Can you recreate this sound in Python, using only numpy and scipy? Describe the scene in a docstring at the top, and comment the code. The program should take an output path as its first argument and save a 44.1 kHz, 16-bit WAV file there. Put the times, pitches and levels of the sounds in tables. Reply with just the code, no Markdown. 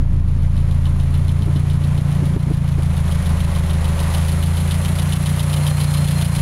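"""The low drone of a four-cylinder car idling in a yard, heard on a walk from the driver's door to the
open engine bay. The exhaust pulses at the rear with every firing, and one weak cylinder makes it lope.
Block, belts and hiss grow louder on the approach, beside the hum of the cooling fan. One loose tappet
ticks once per camshaft turn over the clatter of the other valves. A few gusts buffet the microphone."""
import sys
import numpy as np
from scipy import signal
from scipy.fft import rfft, irfft, next_fast_len
from scipy.io import wavfile
from scipy.ndimage import uniform_filter1d, minimum_filter1d

SR = 44100
rng = np.random.default_rng(int(sys.argv[2]) if len(sys.argv) > 2 else 0)


def persist_wave(psi):
    """Save psi, clipped to +-1, as 16-bit WAV."""
    counts = np.round(np.clip(psi, -1, 1) * 32767).astype(np.int16)
    wavfile.write(sys.argv[1], SR, np.atleast_2d(counts).T)


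N = 282681
TIME = np.arange(N) / SR

# The engine bay along the walk. Each row: time in seconds, rumble fader in dB, hiss fader in dB.
BAY_FADERS = [(0.0, -45.5, -60.0), (0.9, -43, -51.5), (1.8, -42, -50), (2.15, -40, -48.5),
              (2.6, -43.2, -52.5), (3.1, -38, -44), (3.8, -37.5, -44), (4.15, -35, -38.5), (4.45, -40, -41),
              (4.8, -37.5, -39), (6.41, -37, -36)]
# The ring of the valve cover. Each row: pitch in Hz, relative level in dB, seconds to fall 60 dB.
COVER_MODES = [(2270, -22, .015), (2760, -8, 0.018), (3024, -0.5, 0.028), (3203, -6.5, 0.056),
               (3490, 0.5, 0.02), (3760, -4.5, 0.03), (3900, -8, 0.032), (4130, -6.5, 0.039),
               (5170, -12, 0.032), (6270, -15, 0.014)]


def from_db(db):
    """Decibels to gain."""
    return 10 ** (np.asarray(db) / 20)


def unit_rms(x):
    """Scale to rms 1."""
    return x / np.sqrt(np.mean(x ** 2) + 1e-20)


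def curve(rows, column=1):
    """One column of a timed table, drawn as straight lines through every sample."""
    columns = np.transpose(rows)
    return np.interp(TIME, columns[0], columns[column])


def drift(rate_hz):
    """A smooth random wander with a spread of 1."""
    hop, run_in = 40, 2000
    pole = np.exp(-2 * np.pi * rate_hz * hop / SR)
    white = rng.standard_normal(N // hop + run_in + 2)
    slow = signal.lfilter([1], [1, -2 * pole, pole * pole], white)[run_in:]
    return np.interp(np.arange(N) / hop, np.arange(len(slow)), unit_rms(slow))


def equalise(x, spectrum):
    """Shape a signal by rows of Hz and dB, rolling off past both ends; rms 1."""
    hz, db = np.transpose(spectrum)
    size = next_fast_len(N + SR // 10)
    log_hz = np.log(np.maximum(np.arange(size // 2 + 1) * SR / size, 1))
    beyond = np.abs(log_hz - np.clip(log_hz, np.log(hz[0]), np.log(hz[-1])))
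    gain = from_db(np.interp(log_hz, np.log(hz), db) - 40 * beyond)
    return unit_rms(irfft(rfft(x, size) * gain, size)[:N])


def noise(spectrum):
    """Noise with a given spectrum; rms 1."""
    return equalise(rng.standard_normal(N), spectrum)


def wavering_tones(rows):
    """Narrow tones that wander in level and phase."""
    out = 0
    for hz, db, width_hz in rows:
        phase = 2 * np.pi * hz * TIME
        out = out + from_db(db) * (drift(width_hz) * np.cos(phase) + drift(width_hz) * np.sin(phase))
    return out


def clicks(times, sizes):
    """A train of single-sample blows."""
    at = np.round(times * SR).astype(int)
    inside = (at >= 0) & (at < N)
    return np.bincount(at[inside], sizes[inside], N)


def ring(blows, hz, t60):
    """A unit blow sets a sine of height 1 ringing."""
    pole, angle = from_db(-60 / (t60 * SR)), 2 * np.pi * hz / SR
    return signal.lfilter([0, np.sin(angle)], [1, -2 * pole * np.cos(angle), pole * pole], blows + 1e-18)


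def bursts(blows, t60):
    """An envelope that jumps at each blow and dies away."""
    energy_kept = from_db(-120 / (t60 * SR))
    return np.sqrt(signal.lfilter([1], [1, -energy_kept], blows ** 2 + 1e-18))


def camshaft(first_tick_s):
    """Start times of the camshaft turns, one per two crankshaft turns, running past both ends."""
    # The idle hunts a little. Each row: time in seconds, crankshaft turns per minute.
    idle_rpm = [(0.0, 822.1), (1.0, 836.4), (1.3, 860.8), (2.3, 866.8), (2.7, 828.9), (3.1, 826.7),
                (3.95, 812.1), (5.2, 886.0), (5.8, 882.1), (6.41, 865.5)]
    seconds = np.arange(-SR, N + SR) / SR
    turns = np.cumsum(np.interp(seconds, *np.transpose(idle_rpm))) / (2 * 60 * SR)
    turns = turns - np.interp(first_tick_s, seconds, turns)
    return np.interp(np.arange(np.ceil(turns[0]), turns[-1]), turns, seconds)


def firing_count(cam_starts, times):
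    """The running count of firings, four to a camshaft turn."""
    return 4 * np.interp(times, cam_starts, np.arange(len(cam_starts)))


def exhaust(cam_starts, drone_db, second_db, waver_db, dispersion, burble_db):
    """Firings puff down the pipe: a drone of harmonics, a weak cylinder's lope and a little burble."""
    # The way from the tailpipe. Each row: time in seconds, distance in metres.
    distance = [(0, 3.1), (1.5, 3.82), (2.9, 3.23), (3.2, 4.3), (3.8, 5), (4.5, 5.65), (5.3, 6.26),
                (6.41, 6.9)]
    # Harmonics of the firing rate; walls and ground favour different ones at each spot, and the first
    # booms most in the cabin. Each row: time in seconds, relative level in dB.
    boom = [(0, -15.5), (1.1, -22), (1.5, -30), (2.5, -33), (3.1, -27.5), (4.1, -29), (5.5, -48),
            (6.41, -49)]
    third = [(0, -16.5), (1.3, -18), (2.55, -25.5), (2.85, -20), (4.65, -19.7), (5.45, -23), (6.41, -22)]
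    fourth = [(0, -25), (2.1, -26), (3.4, -34), (4, -45), (4.8, -32.5), (6.41, -27.5)]
    fifth = [(0, -24), (2.1, -19.5), (2.85, -22), (3.3, -27.5), (4.05, -28), (5.85, -17.5), (6.41, -19)]
    sixth = [(0, -49), (.8, -38), (2.3, -26), (5.3, -27.5), (5.7, -39), (6.1, -24), (6.41, -24)]
    # Higher harmonics, and the tones a weak cylinder puts between the harmonics.
    # Each row: multiple of the firing rate, relative level in dB.
    overtones = [(7, -47.5), (8, -42), (9, -47), (10, -66), (11, -56.5)]
    lope_tones = [(2.75, -36), (3.25, -81), (3.5, -49), (4.25, -33), (4.5, -49.5), (4.75, -52),
                  (5.25, -29.5), (5.5, -54), (5.75, -41), (6.25, -29), (6.5, -33), (6.75, -37), (7.25, -43),
                  (7.75, -52), (8.25, -51)]
    # How well the lope carries to each spot. Each row: time in seconds, fader in dB.
    lope_fader = [(0, 0.5), (2.6, -18), (2.95, -0.5), (3.5, -1.5), (4.3, -8.5), (6.41, -12)]
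    # The pipe's colour on chance differences between firings. Each row: frequency in Hz, gain in dB.
    burble_eq = [(45, 10), (85, -8), (115, 11), (150, -35), (185, 8), (215, -2.5), (250, -11.5), (300, -21),
                 (400, -15)]
    travel_s = curve(distance) / 343   # sound covers 343 metres a second
    firing = firing_count(cam_starts, TIME - travel_s)

    def partial(multiple, db, cycles):
        """One tone; the pipe holds the higher ones back, so each puff trails a short ring."""
        lag = dispersion * (multiple - 3) * (multiple - 5)
        level = np.sqrt(2) * from_db(db + waver_db * drift(6.1))
        return level * np.cos(2 * np.pi * multiple * cycles - lag)

    levels_db = [curve(boom), second_db, curve(third), curve(fourth), curve(fifth), curve(sixth)]
    drone = sum(partial(multiple, db + drone_db, firing) for multiple, db in enumerate(levels_db, 1))
    drone = drone + sum(partial(multiple, db, firing) for multiple, db in overtones)
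    lope = sum(partial(multiple, db, firing + 1) for multiple, db in lope_tones)
    puff_times = np.interp(np.arange(firing[-1]), firing, TIME)
    unevenness = np.tanh(rng.standard_normal(len(puff_times))) * (puff_times > 0)
    burble = equalise(clicks(puff_times, unevenness), burble_eq)
    return drone - from_db(curve(lope_fader)) * lope + from_db(burble_db) * burble


def valves(cam_starts, scatter_db, t60, cover_db, grit_db):
    """Every valve seats with a bright, gritty, quickly dying chatter and a faint ring of the cover."""
    # Valves seating. Each row: share of the camshaft turn, relative level in dB.
    seatings = [(0, 1), (.065, 2), (.245, -0.5), (.3, -2.5), (.51, -9.5), (.59, -13), (.765, -3.5),
                (.84, -10.5), (.94, -7.5)]
    # The chatter's colour. Each row: frequency in Hz, gain in dB.
    chatter_eq = [(1200, -31), (2400, -7.5), (3500, -0.5), (4300, 5.5), (5200, -3), (7400, -5), (8800, 0.5),
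                  (10600, 3.5), (11600, -2), (12800, -8.5), (15700, -13)]
    times = np.concatenate([cam_starts[:-1] + share * np.diff(cam_starts) for share, _ in seatings])
    blow_db = np.repeat([db for _, db in seatings], len(cam_starts) - 1)
    blow_db = blow_db + rng.normal(0, scatter_db, len(times))
    blows = clicks(times + rng.normal(0, 0.00023, len(times)), from_db(blow_db))
    chatter = bursts(blows, t60) * from_db(grit_db * drift(310)) * rng.standard_normal(N)
    cover = sum(from_db(db) * ring(chatter, hz, decay) for hz, db, decay in COVER_MODES)
    return equalise(chatter, chatter_eq) + from_db(cover_db) * unit_rms(cover)


def engine_bay(cam_starts, block_db, belts_db, hiss_db, valves_db, throb_db, grain_db):
    """Block and belts throb with each firing under hiss and clatter; all grow as the bay comes near."""
    # The colours of block rumble, belt rush and hiss. Each row: frequency in Hz, gain in dB.
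    block_eq = [(150, 3.5), (260, -3), (340, -1.5), (460, -2), (545, 3.5), (640, 1.2), (790, -1),
                (1040, -1), (1300, -5), (1900, -16)]
    belts_eq = [(700, -3.5), (1300, 0), (1600, 0), (2100, 1), (2600, -2.5), (3400, -5), (4200, -7),
                (4600, -10.5), (7000, -13)]
    hiss_eq = [(3000, -22), (4600, -29), (5600, -8.5), (7300, -2.5), (8600, -0.5), (9500, 2.5), (10300, 5),
               (11100, 2), (12000, -6), (13300, -11), (15700, -16)]
    # Whining pulleys and ringing brackets in the rumble, and faint whistles in the hiss.
    # Each row: pitch in Hz, relative level in dB, width in Hz.
    whines = [(571.3, -10.5, 5.6), (529, -14.5, 13), (757, -21, 6.4), (906, -14.5, 21), (1030, -15.5, 12),
              (1156, -17, 10), (1917, -18.5, 32), (2186, -24, 14)]
    whistles = [(3187, -22, 11), (10200, -17, 35)]
    rumble_gain, hiss_gain = from_db(curve(BAY_FADERS)), from_db(curve(BAY_FADERS, column=2))
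    belts_gain = rumble_gain * (hiss_gain / rumble_gain) ** 0.3   # follows the rumble more than the hiss
    throb = throb_db * np.cos(2 * np.pi * (firing_count(cam_starts, TIME) - 0.5))
    block = from_db(block_db + throb + grain_db * drift(74)) * noise(block_eq) + wavering_tones(whines)
    belts = from_db(belts_db + throb + grain_db * drift(120)) * noise(belts_eq)
    hiss = from_db(hiss_db) * noise(hiss_eq) + wavering_tones(whistles)
    clatter = from_db(valves_db) * valves(cam_starts, scatter_db=1, t60=0.054, cover_db=-5.5, grit_db=0.5)
    return rumble_gain * block + belts_gain * belts + hiss_gain * (hiss + clatter)


def cooling_fan(hum_hz, waver_hz):
    """The electric fan hums at its own speed; a thin whistle flutters high above it."""
    # Hum and whistle each carry best to certain spots. Each row: time in seconds, fader in dB.
    hum_fader = [(0, -58), (1.6, -47.5), (2.7, -56.5), (3.4, -46), (5.3, -47), (6.41, -55)]
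    whistle_fader = [(0, -67), (3.6, -66), (4.3, -55), (5.4, -54), (5.9, -42), (6.41, -45)]
    # The whistle and its faint partner. Each row: pitch in Hz, relative level in dB, width in Hz.
    whistle_tones = [(4180, -0.5, 38), (5065, -11, 24)]
    cycles = np.cumsum(hum_hz + waver_hz * drift(2.4)) / SR
    hum = from_db(curve(hum_fader)) * np.sqrt(2) * np.sin(2 * np.pi * cycles)
    return hum + from_db(curve(whistle_fader)) * wavering_tones(whistle_tones)


def wind(gust_db):
    """A light breeze, and short lumps of turbulence at the microphone port."""
    # The breeze, calmer in front of the house. Each row: time in seconds, level in dB.
    breeze_fader = [(0, -25), (1.2, -31.5), (2.2, -29.5), (3.0, -43), (6.2, -54), (6.41, -16)]
    # Gusts on the microphone. Each row: time in seconds, relative peak in dB, length in seconds.
    gusts = [(1.407, -25, 0.024), (1.476, -16.5, 0.018), (1.56, -18, 0.013), (1.979, -19.5, 0.017),
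             (2.024, -23, 0.013), (2.226, -15, 0.015), (2.312, -26, 0.027), (2.361, -15.5, 0.02),
             (2.472, -25, 0.021), (2.51, -16.5, 0.017), (2.786, -17.5, 0.012), (3.32, -29, 0.021),
             (6.079, -39, 0.015)]
    # The colours of gusts and breeze. Each row: frequency in Hz, gain in dB.
    gust_eq = [(20, 10), (60, 4), (150, 7.5), (260, 0), (380, -5), (520, -15), (900, -26.5), (2000, -48)]
    breeze_eq = [(15, -1), (40, -4), (120, -4), (260, -12), (500, -32)]
    swell = sum(from_db(db) * np.exp(-2 * ((TIME - at - length / 4) / length) ** 2)
                for at, db, length in gusts)
    buffeting = from_db(gust_db) * swell * noise(gust_eq)
    return buffeting + from_db(curve(breeze_fader)) * noise(breeze_eq)


def loose_tappet(cam_starts, tick_db, uneven_db, rebound_s, rebound_db, scatter_db, rattle_db, rattle_t60):
    """Once per camshaft turn the tappet strikes, rebounds a moment later and rattles the valve cover."""
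    # How the tick stands out of the hiss along the walk. Each row: time in seconds, relative lift in dB.
    tick_lift = [(0, 5), (.7, 22.5), (1.6, 23), (2.5, 13), (3.0, 16.5), (4.5, 14.5), (5.55, 19), (6.41, 5)]
    fader_db = curve(BAY_FADERS, column=2) + curve(tick_lift)
    count = len(cam_starts)
    strike_db = np.interp(cam_starts, TIME, fader_db) + rng.normal(0, uneven_db, count)
    rebound_times = cam_starts + rebound_s + rng.normal(0, 0.0021, count)
    out = 0
    for k, (hz, mode_db, t60) in enumerate(COVER_MODES):
        scatter = rng.normal(0, scatter_db, (count, 2))
        strikes = clicks(cam_starts, from_db(strike_db + scatter[:, 0]))
        rebounds = clicks(rebound_times, from_db(strike_db + rebound_db + scatter[:, 1]))
        blows = strikes + rebounds
        rattle = from_db(rattle_db) * bursts(blows, rattle_t60) * rng.standard_normal(N)
        polarity = (-1) ** k   # neighbouring modes swing opposite ways
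        out = out + from_db(mode_db + tick_db) * ring(polarity * blows + rattle, hz, t60)
    return out


def scene():
    """Exhaust, engine bay and wind at one microphone; one camshaft keeps the engine's parts in step."""
    cam_starts = camshaft(first_tick_s=0.131)
    rear = exhaust(cam_starts, drone_db=1.46, second_db=-30, waver_db=0.58, dispersion=0.25,
                   burble_db=-32)
    tick = loose_tappet(cam_starts, tick_db=-8.5, uneven_db=0.2, rebound_s=0.0095, rebound_db=-5,
                        scatter_db=1.5, rattle_db=-26, rattle_t60=0.075)
    front = engine_bay(cam_starts, block_db=2.26, belts_db=1.0, hiss_db=-0.5, valves_db=0.7,
                       throb_db=0.67, grain_db=1.2)
    fan = cooling_fan(hum_hz=380.5, waver_hz=0.634)
    return (rear + tick + front + fan + wind(gust_db=0.5))[None]


def limiter(x, ceiling_db, release_db_per_s):
    """The gain ducks just ahead of any peak above the ceiling and then recovers."""
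    over_db = np.maximum(20 * np.log10(np.abs(x[0]) + 1e-9) - ceiling_db, 0)
    release_db = release_db_per_s * TIME
    duck_db = np.maximum.accumulate(over_db + release_db) - release_db
    gain_db = uniform_filter1d(minimum_filter1d(-duck_db, size=89), size=89)   # eases in over 2 ms
    return x * from_db(gain_db)


def record(dry):
    """The microphone port takes out a narrow band, peaks are limited and the top is cut."""
    notched = signal.lfilter(*signal.iirnotch(8000, Q=22, fs=SR), dry)
    through_port = notched + 0.12 * (dry - notched)
    limited = limiter(through_port, ceiling_db=-7.5, release_db_per_s=80)
    high_cut = signal.ellip(12, 0.1, 80, 15720, fs=SR, output="sos")
    return signal.sosfilt(high_cut, limited)


dry = scene()
out = record(dry)
persist_wave(out)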